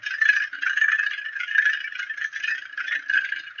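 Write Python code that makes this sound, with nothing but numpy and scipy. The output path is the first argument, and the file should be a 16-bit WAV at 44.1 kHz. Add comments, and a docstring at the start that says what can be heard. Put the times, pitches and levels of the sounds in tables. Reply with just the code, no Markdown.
"""A small dry room, one microphone on a beaker of water that stands on a magnetic stirrer on a table.
The small motor rumbles and whirs in its plastic box. Over it the stirring bar, spinning off centre,
knocks on the glass twice a turn, about 27 times a second. Each knock chatters briefly, rings the
water-damped glass and adds a hard clack and a gritty tick."""
import sys
import numpy as np
from scipy import signal
from scipy.fft import rfft, irfft, next_fast_len
from scipy.io import wavfile
from scipy.ndimage import uniform_filter1d, map_coordinates

SR = 44100
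rng = np.random.default_rng(int(sys.argv[2]) if len(sys.argv) > 2 else 0)


def put_to_file(sound):
    """Save the sound as 16-bit audio at rate SR, in the file named by the first command-line argument."""
    columns = np.atleast_2d(sound).T  # one column per channel
    safe = np.clip(columns, -1, 1)
    whole_steps = np.round(safe * 32767)
    wavfile.write(sys.argv[1], SR, whole_steps.astype(np.int16))


N = 158760
KNOCK_FFT = 8192  # samples that hold one knock


def amp(db):
    """Decibels to gain."""
    return 10 ** (np.asarray(db) / 20)


def unit(x):
    """Scale to rms 1."""
    return x / np.sqrt(np.mean(x ** 2) + 1e-20)


def band_gain(points, size):
    """Gain on an FFT grid from (Hz, dB) points on a log axis."""
    hz, db = np.transpose(points)
    return amp(np.interp(np.log(np.fft.rfftfreq(size, 1 / SR) + 1), np.log(hz), db))


def causal(points):
    """Spectrum of a minimum-phase filter through (Hz, dB) points."""
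    cepstrum = irfft(np.log(band_gain(points, KNOCK_FFT)))
    cepstrum[1:KNOCK_FFT // 2] *= 2
    cepstrum[KNOCK_FFT // 2 + 1:] = 0
    return np.exp(rfft(cepstrum))


def noise(points):
    """Coloured noise of rms 1."""
    return unit(irfft(rfft(rng.standard_normal(N)) * band_gain(points, N), N))


# The motor box's three resonances. Each row: time in seconds, then boom, drone and honk in relative dB.
BOX_LEVELS = [(0.0, -67, -72, -65.5), (0.09, -82.5, -93, -80.5), (0.27, -65, -76.5, -69),
              (.5, -79, -86.5, -77.5), (0.539, -88, -67, -75), (0.95, -73.5, -77, -72.5),
              (1.52, -88, -89, -78.5), (1.65, -71.5, -77, -70.5), (1.78, -81, -70.5, -75.5),
              (2.14, -85, -80, -78.5), (2.25, -63.5, -72.5, -72), (2.3, -81.5, -87, -78.5),
              (2.49, -71.5, -66, -68.5), (2.69, -82.5, -81, -76.5), (2.97, -75.5, -63.5, -61.5),
              (3.05, -75, -75, -78), (3.169, -62.5, -60.5, -61), (3.29, -77.5, -84.5, -75.5),
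              (3.4, -65, -63.5, -76), (3.52, -81, -96, -82), (3.6, -79, -86, -79)]
# Tone of those three and of the motor's whir. Each row: frequency in Hz, gain in dB.
BOOM_TONE = [(25, -45.5), (55, -35), (70, -22.5), (85, -8.5), (108, 7), (145, -4), (180, -11), (400, -49)]
DRONE_TONE = [(50, -55), (120, -33.5), (200, -12), (245, -26.5), (280, 10.5), (310, 8), (400, -20),
              (460, -5.5), (600, -26.5), (1500, -55.5)]
HONK_TONE = [(50, -63), (380, -31), (460, -5), (520, -14), (570, -1), (610, 4), (660, -5.5), (720, -3),
             (830, -7.5), (900, -17), (980, -9.5), (1400, -22.5), (3000, -46.5)]
WHIR_TONE = [(30, -39), (100, -15.5), (300, -21), (900, -25.5), (1300, 6.5), (1700, 12), (2100, 2),
             (3000, -6), (4000, -19), (6400, -23.5), (7000, -32.5)]
def motor(jolt_db=14, jolt_s=0.016):
    """The motor shakes its box, which every knock jolts as well, over a faint steady whir."""
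    t = np.arange(N) / SR
    times, *levels = np.transpose(BOX_LEVELS)
    boom_db, drone_db, honk_db = [np.interp(t, times, db) for db in levels]
    starts = np.array(BAR_KNOCKS)[:, 0]
    since_knock = abs(t - starts[np.searchsorted(starts, t) - 1])
    swell = amp(jolt_db * np.exp(-since_knock / jolt_s))
    jolt = unit(uniform_filter1d(swell, size=180))
    drone = amp(drone_db + 3) * noise(DRONE_TONE)
    honk = amp(honk_db + 3) * noise(HONK_TONE)
    boom = amp(boom_db - 1) * noise(BOOM_TONE)
    whir = amp(-50.5) * noise(WHIR_TONE)
    return boom + jolt * (drone + honk) + whir


def contact(t, graze_s=0.0022, chatter_s=0.008, scrape_s=0.016, rebounds_per_s=700):
    """Force of the bar on the glass: a graze, the blow at t = 0, dying rebounds and a light scrape."""
    chatter = amp(-5.5) * np.exp(-abs(t) / np.where(t > 0, chatter_s, graze_s))
    scrape = amp(-11.5) * np.exp(-abs(t) / scrape_s)
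    force = (chatter + scrape) * rng.standard_normal(len(t))
    force *= rng.random(len(t)) < rebounds_per_s / SR
    force[np.argmin(abs(t))] += 1  # the blow itself
    return force


def nearness(rows, centre_hz, width_hz):
    """1 for a row whose frequency is at the centre, falling to 0 away from it."""
    return np.exp(-.5 * ((np.array(rows)[:, 0] - centre_hz) / width_hz) ** 2)


def ringing(modes, favour_db, t, scatter_db=3.5, detune=0.0029, spread_s=0.0025, rise_s=0.0012):
    """Spectrum of damped modes, new at each blow; each starts late and swells as it rounds the glass."""
    hz, db, t60 = np.transpose(modes)
    level, tune = rng.standard_normal((2, len(hz)))
    late, phase = rng.random((2, len(hz), 1))
    age = np.maximum(t - spread_s * late, 0)
    envelope = (1 - np.exp(-age / rise_s)) * np.exp(-np.log(1000) * age / t60[:, None])
    waves = np.sin(2 * np.pi * (np.outer(hz * (1 + detune * tune), t) + phase))
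    gains = amp(db + favour_db + scatter_db * level)
    return rfft(gains @ (envelope * waves), KNOCK_FFT)


# Low modes of the filled beaker. Each row: frequency in Hz, relative level in dB, T60 in seconds.
BEAKER_MODES = [(1208, -2.5, 0.06), (1280, -13.5, 0.048), (1456, -4, 0.063), (1554, -4, 0.08),
                (1609.3, -8.5, 0.09), (1679.2, -3, 0.072), (1766, -2, 0.082), (1825, -2.5, 0.032),
                (1908, -8, 0.15)]
# Lift or cut of the lowest mode. Each row: time in seconds, gain in dB.
LOWEST_MODE_GAIN = [(0, 3), (.65, -2), (1.15, 9), (1.4, -16), (3.6, -13)]
# What the glass radiates to the microphone. Each row: frequency in Hz, gain in dB.
RING_TONE = [(40, -87), (200, -48), (500, -38), (1000, -19.5), (1200, -6), (1450, 2.5), (1850, 2),
             (2050, -6), (3000, -46)]
def glass_ring(force, age, start_s, centre_hz):
    """The water-damped glass rings; the struck spot favours the modes near centre_hz."""
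    favour_db = 21.5 * nearness(BEAKER_MODES, centre_hz, width_hz=78)
    favour_db[0] += np.interp(start_s, *np.transpose(LOWEST_MODE_GAIN))
    return irfft(force * ringing(BEAKER_MODES, favour_db, age) * causal(RING_TONE))


# High modes of the clack. Each row: frequency in Hz, relative level in dB, T60 in seconds.
HARD_MODES = [(1968, -4, 0.18), (2117, 7.5, 0.042), (2324, 2.5, 0.066), (2486, 2.5, 0.055),
              (2565, -0.5, .07), (2723, -2, 0.074), (2886, 1.5, 0.053), (2935, 0, .06), (3136, -8.5, 0.12),
              (3225, -6, 0.081), (3398, -10, 0.097)]
# Tone of the clack at the microphone. Each row: frequency in Hz, gain in dB.
CLACK_TONE = [(40, -84), (900, -46), (1600, -8.5), (2100, 1), (3300, 3), (3700, -0.5), (6000, -35.5)]
def hard_clack(force, age, centre_hz):
    """The same blow drives the high modes of the clack, favouring those near centre_hz."""
    favour_db = 11.5 * nearness(HARD_MODES, centre_hz, width_hz=81)
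    return irfft(force * ringing(HARD_MODES, favour_db, age) * causal(CLACK_TONE))


# The highest, quickly damped modes. Each row: frequency in Hz, relative level in dB, T60 in seconds.
TOP_MODES = [(3673, 3, 0.045), (3910, 4, 0.023), (4123, -3.5, 0.078), (4540, -2.5, 0.0088),
             (4914, 6.5, 0.022), (5610, 1.5, 0.0072), (5365, -2, 0.049), (5942, 7, 0.012),
             (6500, -9.5, 0.017), (6870, -5, 0.035), (6426, 7, 0.017)]
# Where the tick is brightest. Each row: time in seconds, centre in Hz.
BRIGHT_CENTRE = [(.14, 5290), (.25, 6390), (.58, 4360), (.7, 6540), (1, 6470), (1.06, 4480), (1.14, 4480),
                 (1.2, 5350), (1.6, 5700), (1.75, 5280), (2.3, 5740), (2.7, 4960), (2.98, 6110),
                 (3.09, 4815), (3.4, 4410)]
# Tone of the contact itself. Each row: frequency in Hz, gain in dB.
TICK_TONE = [(40, -72), (200, -28.5), (1000, -9), (2500, -9), (3600, 3.5), (4500, 2.5), (5300, -4),
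             (6400, 0), (7000, -19.5)]
def gritty_tick(t, age, start_s, swirl_db, rise_s=0.00055, fall_s=0.0033, tail_s=0.03, slips_per_s=3800):
    """A burst of tiny slips, heard partly directly and partly through the highest modes."""
    t = t - 0.0021  # the grit peaks just after the blow, as the bar presses home
    burst = np.exp(-abs(t) / np.where(t > 0, fall_s, rise_s))
    tail = amp(-10.5) * np.exp(-abs(t) / tail_s)
    modes = ringing(TOP_MODES, swirl_db, age)
    slips = rng.standard_normal(len(t)) * (rng.random(len(t)) < slips_per_s / SR)
    grit = rfft((burst + tail) * slips, KNOCK_FFT)
    rung_and_direct = modes / modes.std() + amp(4.5)
    hz = np.fft.rfftfreq(KNOCK_FFT, 1 / SR)[1:, None]
    centre_hz = np.interp(start_s, *np.transpose(BRIGHT_CENTRE))
    bright_db = 9 * nearness(hz, centre_hz, width_hz=410)
    brightness = causal(np.column_stack([hz, bright_db]))
    return irfft(grit * rung_and_direct * brightness * causal(TICK_TONE))


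def water_swirl(starts, depth_db=6, shifts_per_s=12):
    """Swirling water slowly shifts the balance of the highest modes: one row of dB gains per knock."""
    knots = rng.standard_normal((len(TOP_MODES), 128))
    drifts = [map_coordinates(row, [starts * shifts_per_s], mode="mirror") for row in knots]
    return depth_db * np.transpose(drifts)


# The bar's knocks on the glass. Each row: start in seconds, ring level in dB, ring centre in Hz,
# clack level in dB, clack centre in Hz, tick level in dB. Levels are relative.
BAR_KNOCKS = [(0.03, -36.0, 1655, -44.5, 2920.0, -53), (0.061, -26.5, 1670, -32, 2880, -40.5),
              (0.106, -27, 1554, -34, 2680.0, -44.5), (0.137, -27, 1672, -40.5, 2720.0, -47),
              (0.179, -31, 1800, -47, 2660.0, -59.5), (0.213, -16.0, 1753, -33, 2080, -44.5),
              (0.252, -19, 1770, -33, 3460, -47), (0.286, -13, 1675, -24.5, 2550.0, -38.5),
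              (0.328, -22.5, 1672, -34.5, 2390.0, -45), (0.36, -19.5, 1710, -31.5, 2390, -42),
              (0.397, -23.5, 1633, -36.5, 2370.0, -52), (0.419, -22, 1690, -34.5, 2560, -50.5),
              (0.435, -27, 1800, -37.5, 2090.0, -48), (0.471, -37, 1660, -49.5, 3190.0, -66),
              (0.527, -31, 1507, -45, 2100.0, -56.5), (0.545, -34.5, 1550, -44.5, 2870, -54.5),
              (0.584, -36.5, 1570, -44.5, 2900, -61), (0.62, -24.5, 1640, -32, 2780, -46),
              (0.663, -20, 1550, -30.5, 2330, -48), (0.694, -23, 1614, -36.0, 2900.0, -46.5),
              (0.73, -29, 1670, -40, 2900.0, -52.5), (0.769, -20, 1724, -31, 3090, -45.5),
              (0.81, -16.5, 1760, -33, 2970, -45.5), (0.836, -19.5, 1780, -32.5, 2340, -52),
              (0.88, -18.0, 1730, -33.5, 2360, -53.5), (0.915, -18.5, 1778, -30, 2500, -46.5),
              (0.952, -30, 1720, -42.5, 3360, -55), (0.989, -20.0, 1732, -33.5, 2550, -50),
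              (1.028, -24.0, 1697, -37, 2540, -51.5), (1.062, -21.5, 1684, -34, 2900, -44.5),
              (1.106, -29.5, 1701, -35.5, 2800, -49), (1.131, -32, 1610, -31.5, 2890, -52),
              (1.176, -29, 1661, -37.5, 2890, -54.5), (1.213, -36, 1654, -43.5, 2450.0, -65.5),
              (1.249, -28.5, 1776, -39, 2890.0, -59), (1.283, -33.5, 1810, -44.5, 2900, -64),
              (1.323, -36.5, 1686, -48.5, 2160.0, -61.5), (1.36, -28, 1640, -44.5, 2450, -57.5),
              (1.4, -29.5, 1450, -27, 2180, -50.0), (1.432, -31.0, 1440, -30.5, 2120, -55.5),
              (1.476, -30.5, 1670, -36, 2910.0, -58.5), (1.508, -26.5, 1720, -36.5, 2950, -55),
              (1.546, -20, 1720, -34.5, 2960, -58), (1.58, -14, 1700, -31.5, 2010, -42),
              (1.618, -24, 1714, -35, 2090.0, -52), (1.653, -16.5, 1698, -31, 3270, -44.5),
              (1.694, -21.5, 1750, -35.5, 2520, -48.5), (1.73, -23.5, 1683, -30.5, 2900, -43.5),
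              (1.768, -32.5, 1690, -40.5, 2980, -59), (1.802, -33, 1604, -34, 3000, -52.5),
              (1.84, -30.5, 1776, -32.5, 2360, -55.5), (1.873, -32, 1723, -39.5, 2920.0, -64.5),
              (1.92, -33.5, 1730, -46.5, 2900.0, -60), (1.951, -33.5, 1560, -33, 2040, -55.5),
              (1.99, -27, 1546, -35, 2930.0, -45), (2.025, -31, 1506, -32, 2130.0, -52.5),
              (2.062, -38.5, 1630, -46.5, 2120, -63), (2.095, -26.5, 1723, -44, 3210.0, -63.5),
              (2.136, -38, 1690, -47, 2150, -67), (2.173, -31, 1685, -42.5, 3380, -52),
              (2.211, -26.0, 1860, -39, 2200, -54), (2.239, -23.5, 1735, -38.0, 2140.0, -48),
              (2.328, -35.5, 1645, -46, 3250, -54.5), (2.357, -27.5, 1670, -36.5, 3370, -47),
              (2.396, -35.5, 1682, -39, 2490, -51), (2.433, -25.5, 1776, -30, 2560, -44),
              (2.478, -24.5, 1705, -28, 2530, -45.5), (2.505, -22.5, 1800, -33.0, 2560, -43.5),
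              (2.547, -29, 1855, -42.5, 3230.0, -53), (2.578, -32.5, 1580, -37, 3240, -52.0),
              (2.618, -35.5, 1664, -46.5, 3240, -57), (2.652, -36, 1590, -45, 3150, -58),
              (2.692, -41, 1630, -56, 2960, -70), (2.724, -37, 1660, -48.5, 2930, -62),
              (2.773, -27.0, 1610, -43.5, 3190.0, -53.5), (2.8, -26.5, 1480, -34, 2440, -51.5),
              (2.84, -31.5, 1574, -39.5, 2490, -57), (2.876, -28, 1724, -34.5, 3360.0, -47.5),
              (2.919, -22.5, 1800, -28.0, 2120, -47.5), (2.948, -25, 1716, -31.5, 2090.0, -47.5),
              (2.99, -37, 1580, -43, 2150.0, -59), (3.021, -40, 1620, -51.5, 3100, -58),
              (3.059, -38, 1650, -54, 2850.0, -67), (3.095, -21, 1627, -36.5, 2790, -50),
              (3.132, -18.5, 1604, -34.5, 3030, -47), (3.153, -19.5, 1585, -37.0, 2170, -55),
              (3.172, -19.5, 1604, -30.5, 2990, -50), (3.208, -29, 1580, -42, 2980, -55),
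              (3.245, -28, 1610, -33, 2220, -47.5), (3.287, -34, 1690, -36, 2160.0, -54),
              (3.318, -24.0, 1666, -37.5, 2920, -54.5), (3.359, -30.5, 1636, -35, 2880, -52.5),
              (3.392, -36.5, 1630, -41.5, 2890.0, -46.5), (3.435, -38.0, 1590, -48.5, 2910.0, -59.0),
              (3.467, -37, 1660, -40, 2850, -60.5), (3.504, -41, 1478, -54, 2160, -61.5),
              (3.552, -44.5, 1630, -56, 2910.0, -70.5), (3.582, -35, 1610, -36, 3020, -59.5)]
def stirring_bar(lead_s=0.012, blow_s=0.026, knock_s=0.11):
    """The off-centre bar strikes the beaker; every knock sounds a ring, a clack and a tick."""
    age = np.arange(int(knock_s * SR)) / SR
    t, lead = age - lead_s, int(lead_s * SR)
    blow = slice(lead, lead + int(blow_s * SR))  # each part's level holds over this stretch
    swirls = water_swirl(np.array(BAR_KNOCKS)[:, 0])
    out = np.zeros(N + SR)
    for (start_s, ring_db, ring_hz, clack_db, clack_hz, tick_db), swirl_db in zip(BAR_KNOCKS, swirls):
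        force = rfft(contact(t), KNOCK_FFT)
        ring = glass_ring(force, age, start_s, ring_hz)
        clack = hard_clack(force, age, clack_hz)
        tick = gritty_tick(t, age, start_s, swirl_db)
        first = max(round(start_s * SR) - lead, 0)
        for wave, db in (ring, ring_db - 1), (clack, clack_db - 1.5), (tick, tick_db - 1):
            out[first:first + KNOCK_FFT] += amp(db) * wave / wave[blow].std()
    return out[:N]


def room(x, t60_s=0.048, rise_s=0.00093):
    """The table and nearby walls throw a short reflection back to the microphone."""
    t = np.arange(SR // 2) / SR
    envelope = np.exp(-np.log(1000) * t / t60_s) * (1 - np.exp(-t / rise_s))
    tail = rng.standard_normal(len(t)) * envelope
    return signal.fftconvolve(x, tail / np.linalg.norm(tail))[:N]


def scene():
    """At one microphone: the rattling bar up front, a little room behind it, the motor underneath."""
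    bar = stirring_bar()
    return (bar + amp(-17.5) * room(bar) + motor())[None]


def record(dry, top_hz=7150):
    """The microphone keeps nothing above its band limit."""
    size = next_fast_len(N + SR // 2)
    passband = np.fft.rfftfreq(size, 1 / SR) < top_hz
    return irfft(rfft(dry, size) * passband, size)[:, :N]


dry = scene()
out = record(dry)
put_to_file(out)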